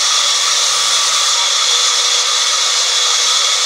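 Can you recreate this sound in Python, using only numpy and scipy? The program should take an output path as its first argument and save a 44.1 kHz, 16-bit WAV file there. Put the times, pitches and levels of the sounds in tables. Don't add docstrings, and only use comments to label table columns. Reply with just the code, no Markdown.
import sys
import numpy as np
from scipy import signal
from scipy.fft import rfft, irfft, next_fast_len
from scipy.io import wavfile
from scipy.ndimage import uniform_filter1d, map_coordinates

SR = 44100
rng = np.random.default_rng(int(sys.argv[2]) if len(sys.argv) > 2 else 0)


def digitize_waveform(pressure):
    field = np.atleast_2d(pressure).T
    bounded = np.clip(field, -1, 1)
    quanta = np.round(bounded * 32767).astype(np.int16)
    wavfile.write(sys.argv[1], SR, quanta)


N = 160965


def amp(db):
    return 10 ** (np.asarray(db) / 20)


def unit(x):
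    return x / np.sqrt(np.mean(x ** 2) + 1e-20)


def curve(rows):
    return np.interp(np.arange(N) / SR, *np.transpose(rows))


def wobble(rate):
    return map_coordinates(rng.standard_normal(1024), [np.arange(N) * rate / SR], mode="wrap")


def filtered(x, response):
    padded = next_fast_len(N + 8192)
    spectrum = rfft(x, padded) * response(np.fft.rfftfreq(padded, 1 / SR))
    return irfft(spectrum, padded)[:N]


def noise(spectrum, patchy_db):
    grid = signal.stft(rng.standard_normal(N), nperseg=2048)[2]
    patches = uniform_filter1d(rng.standard_normal(grid.shape), size=3, axis=0)
    patches = uniform_filter1d(patches, size=4, axis=1)
    patchy = signal.istft(grid * amp(patchy_db * unit(patches)), nperseg=2048)[1][:N]
    f, db = np.transpose(spectrum)
    return unit(filtered(patchy, lambda hz: amp(np.interp(np.log(hz + 1), np.log(f), db))))


def ringing(hz, width_hz):
    def response(f):
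        return 1 / (1 + 1j * (f - hz) / (.75 * width_hz)) ** 2
    return unit(filtered(rng.standard_normal(N), response))


def note(hz, waver_hz):
    pitch_hz = hz + waver_hz * wobble(50)
    turns = np.cumsum(pitch_hz) / SR + rng.random()
    return np.sqrt(2) * np.sin(2 * np.pi * turns)


# t/s, level/dB
SCRAPE_LEVEL = [(0.03, -14.5), (1.5, -15.5), (1.73, -14), (2.21, -14.5), (2.24, -17.5), (2.27, -15),
                (3.56, -14), (3.62, -14.5)]
# f/Hz, level/dB (relative)
HISS_SPECTRUM = [(3100, -56), (3240, -30), (3320, -4.5), (3540, 0), (3800, -3), (4080, -2.5), (4750, -7),
                 (5500, -4), (6600, -4), (7700, -14), (8000, -16), (8700, -20.5), (9150, -20),
                 (10000, -25.5), (11700, -33), (12800, -35.5), (13850, -43), (14700, -38), (15700, -40)]
HISS_DB = -0.68
CHATTER_DB, CHATTER_RATE = 0.55, 36


def guide_hiss():
    chatter_db = CHATTER_DB * wobble(CHATTER_RATE)
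    return amp(curve(SCRAPE_LEVEL) + HISS_DB + chatter_db) * noise(HISS_SPECTRUM, patchy_db=2.0)


# f/Hz, level/dB (relative)
RUSH_SPECTRUM = [(215, -53), (255, -20.5), (420, -16), (500, -2), (800, -3), (1100, 1), (1600, -1),
                 (2080, 4), (2450, 0.5), (3200, 1.5), (4500, -31), (8000, -44)]
RUSH_DB, RUSH_BITE_DB = -25, 0.5


def guide_rush(bite):
    level_db = RUSH_DB + RUSH_BITE_DB * bite + 0.19 * wobble(14)
    return amp(level_db) * noise(RUSH_SPECTRUM, patchy_db=2.0)


# t/s, level/dB
RING_LEVEL = [(.03, -21.5), (.25, -17), (.45, -23), (.7, -25.5), (.95, -17.5), (1.06, -27), (1.15, -22.5),
              (1.45, -19.5), (1.72, -17), (1.9, -20), (2.4, -20.5), (2.62, -23), (2.9, -20), (3.2, -20),
              (3.48, -18), (3.62, -24)]
# f/Hz, width/Hz, level/dB (added to the curve)
RING_MODES = [(3325, 48, -8.5), (3395, 55, -6), (3440, 110, -7)]


def piercing_ring():
    modes = sum(amp(db) * ringing(hz, width) for hz, width, db in RING_MODES)
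    return amp(curve(RING_LEVEL)) * modes


# t/s, level/dB
WHINE_LEVEL = [(0.03, -27.5), (0.27, -26.5), (0.44, -39), (0.48, -27), (1.4, -26), (1.5, -33.5),
               (1.62, -21.5), (1.69, -31.5), (1.81, -27), (2.5, -29.5), (2.55, -23), (2.57, -29),
               (2.64, -25.5), (2.81, -31.5), (3.14, -25.5), (3.2, -42), (3.3, -23.5), (3.62, -29.5)]
# f/Hz, width/Hz, level/dB (added to the curve)
WHINE_MODES = [(1213, 17.3, -6), (1267.7, 34, -3), (1348, 58, -7.5)]


def mid_whine():
    modes = sum(amp(db) * ringing(hz, width) for hz, width, db in WHINE_MODES)
    return amp(curve(WHINE_LEVEL)) * modes


# t/s (middle), length/s, f/Hz, waver/Hz, level/dB (at the peak)
SQUEALS = [(.08, 0.24, 5630, 35, -25), (.34, 0.14, 5615, 14, -23.5), (.55, 0.35, 5700, 46, -25),
           (1.4, 0.13, 949, 5.8, -27), (1.86, 0.086, 6990, 17, -28), (3.24, 0.13, 3880, 9.5, -27)]


def squeals():
    t = np.arange(N) / SR
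    total = np.zeros(N)
    for middle, length, hz, waver, db in SQUEALS:
        progress = np.clip((t - middle) / length, -.5, .5)
        swell = np.cos(np.pi * progress)
        total += amp(db) * swell * note(hz, waver)
    return total


# f/Hz, width/Hz, level/dB (running free), change/dB (at full bite)
BODY_MODES = [(303, 51, -64.5, 5.5), (407, 32, -54, 0), (505.4, 45, -46.5, -10), (562, 51, -41.5, -5),
              (949, 28, -42, -1), (1154.6, 27, -33.5, 2.5), (1861, 91, -37.5, -1.5), (2208, 62, -34, -4.5),
              (2795, 76, -40.5, 2), (4025, 62, -31, -11), (4287, 150, -37, -2), (9100, 120, -43, 4.5)]


def band_and_frame(bite):
    total = np.zeros(N)
    for hz, width, db, bite_db in BODY_MODES:
        level_db = db + bite_db * bite + .6 * wobble(6.8)
        total += amp(level_db) * ringing(hz, width)
    return total


# f/Hz, waver/Hz, level/dB (running free), change/dB (at full bite)
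BAND_NOTES = [(579, 6, -50, 6), (1157, 5, -41.5, 6), (1420, 4, -53, 9), (1498, 6, -50, -1),
              (2204, 14, -43, -4)]
NOTE_FLUTTER_DB, NOTE_FLUTTER_RATE = 4, 16


def singing_notes(bite):
    total = np.zeros(N)
    for hz, waver, db, bite_db in BAND_NOTES:
        level_db = db + bite_db * bite + NOTE_FLUTTER_DB * wobble(NOTE_FLUTTER_RATE)
        total += amp(level_db) * note(hz, waver)
    return total


# t/s, level/dB
HUM_LEVEL = [(0, -57), (.65, -43.5), (1.3, -45), (1.37, -42), (1.62, -48), (1.73, -34.5), (1.87, -42.5),
             (2.05, -37.5), (2.65, -43.5), (3.05, -38.5), (3.35, -40.5), (3.48, -46.5), (3.65, -41)]
HUM_HZ, HUM_WAVER_HZ = 487.4, 3.9


def band_hum():
    return amp(curve(HUM_LEVEL) + 1.3 * wobble(18)) * note(HUM_HZ, HUM_WAVER_HZ)


# f/Hz, level/dB (relative)
DUST_SPECTRUM = [(2000, -23), (5000, 5), (7000, 6), (8200, 3), (8700, -5), (9200, 2.5), (10000, -7.5),
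                 (11700, -13.5), (12800, -15), (13850, -23), (14800, -14), (15700, -14)]
DUST_DB = -24.5


def sawdust(bite):
    return amp(DUST_DB + 0.64 * wobble(58)) * bite * noise(DUST_SPECTRUM, patchy_db=-2.0)


# t/s, level/dB
DRONE_LEVEL = [(0, -76), (.25, -72), (.31, -59), (.38, -74), (.49, -56), (.65, -75), (.74, -55), (.9, -50),
               (.98, -55), (1.04, -71), (1.11, -55), (1.24, -60), (1.33, -74), (3.65, -73)]
DRONE_HZ, DRONE_WAVER_HZ = 150, 2.3
SLAB_HZ, SLAB_WIDTH_HZ, SLAB_DB = 112, 27, -61.5


def slab(bite):
    shaking = amp(SLAB_DB) * bite * ringing(SLAB_HZ, SLAB_WIDTH_HZ)
    drone = amp(curve(DRONE_LEVEL)) * note(DRONE_HZ, DRONE_WAVER_HZ)
    return shaking + drone


# f/Hz, level/dB (relative)
RUMBLE_SPECTRUM = [(20, -9), (35, -10), (50, -8), (75, -3), (110, -3), (150, 2.5), (185, -8), (220, -19),
                   (500, -22)]
RUMBLE_DB = -60
MOTOR_HZ, MOTOR_DB = 49.5, -70


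def wheels():
    rumble = amp(RUMBLE_DB) * noise(RUMBLE_SPECTRUM, patchy_db=-2.5)
    return rumble + amp(MOTOR_DB) * note(MOTOR_HZ, .5)


# t/s, load (0 to 1)
BITE_LOAD = [(0, 0.5), (.65, 0.78), (.73, 1), (1.295, 1), (1.315, 0), (3.2, 0.09), (3.35, 0), (3.65, 0)]


def scene():
    bite = np.clip(curve(BITE_LOAD), 0, 1)
    scraping = guide_hiss() + guide_rush(bite)
    steel = piercing_ring() + mid_whine() + squeals()
    steel += band_and_frame(bite) + singing_notes(bite) + band_hum()
    wood = sawdust(bite) + slab(bite)
    saw = scraping + steel + wood + wheels()
    return np.array([saw, saw])


CEILING, KNEE = .92, 10
TOP_HZ = 15750


def record(dry):
    rounded = dry / (1 + np.abs(dry / CEILING) ** KNEE) ** (1 / KNEE)
    return np.array([filtered(x, lambda hz: hz < TOP_HZ) for x in rounded])


dry = scene()
out = record(dry)
digitize_waveform(out)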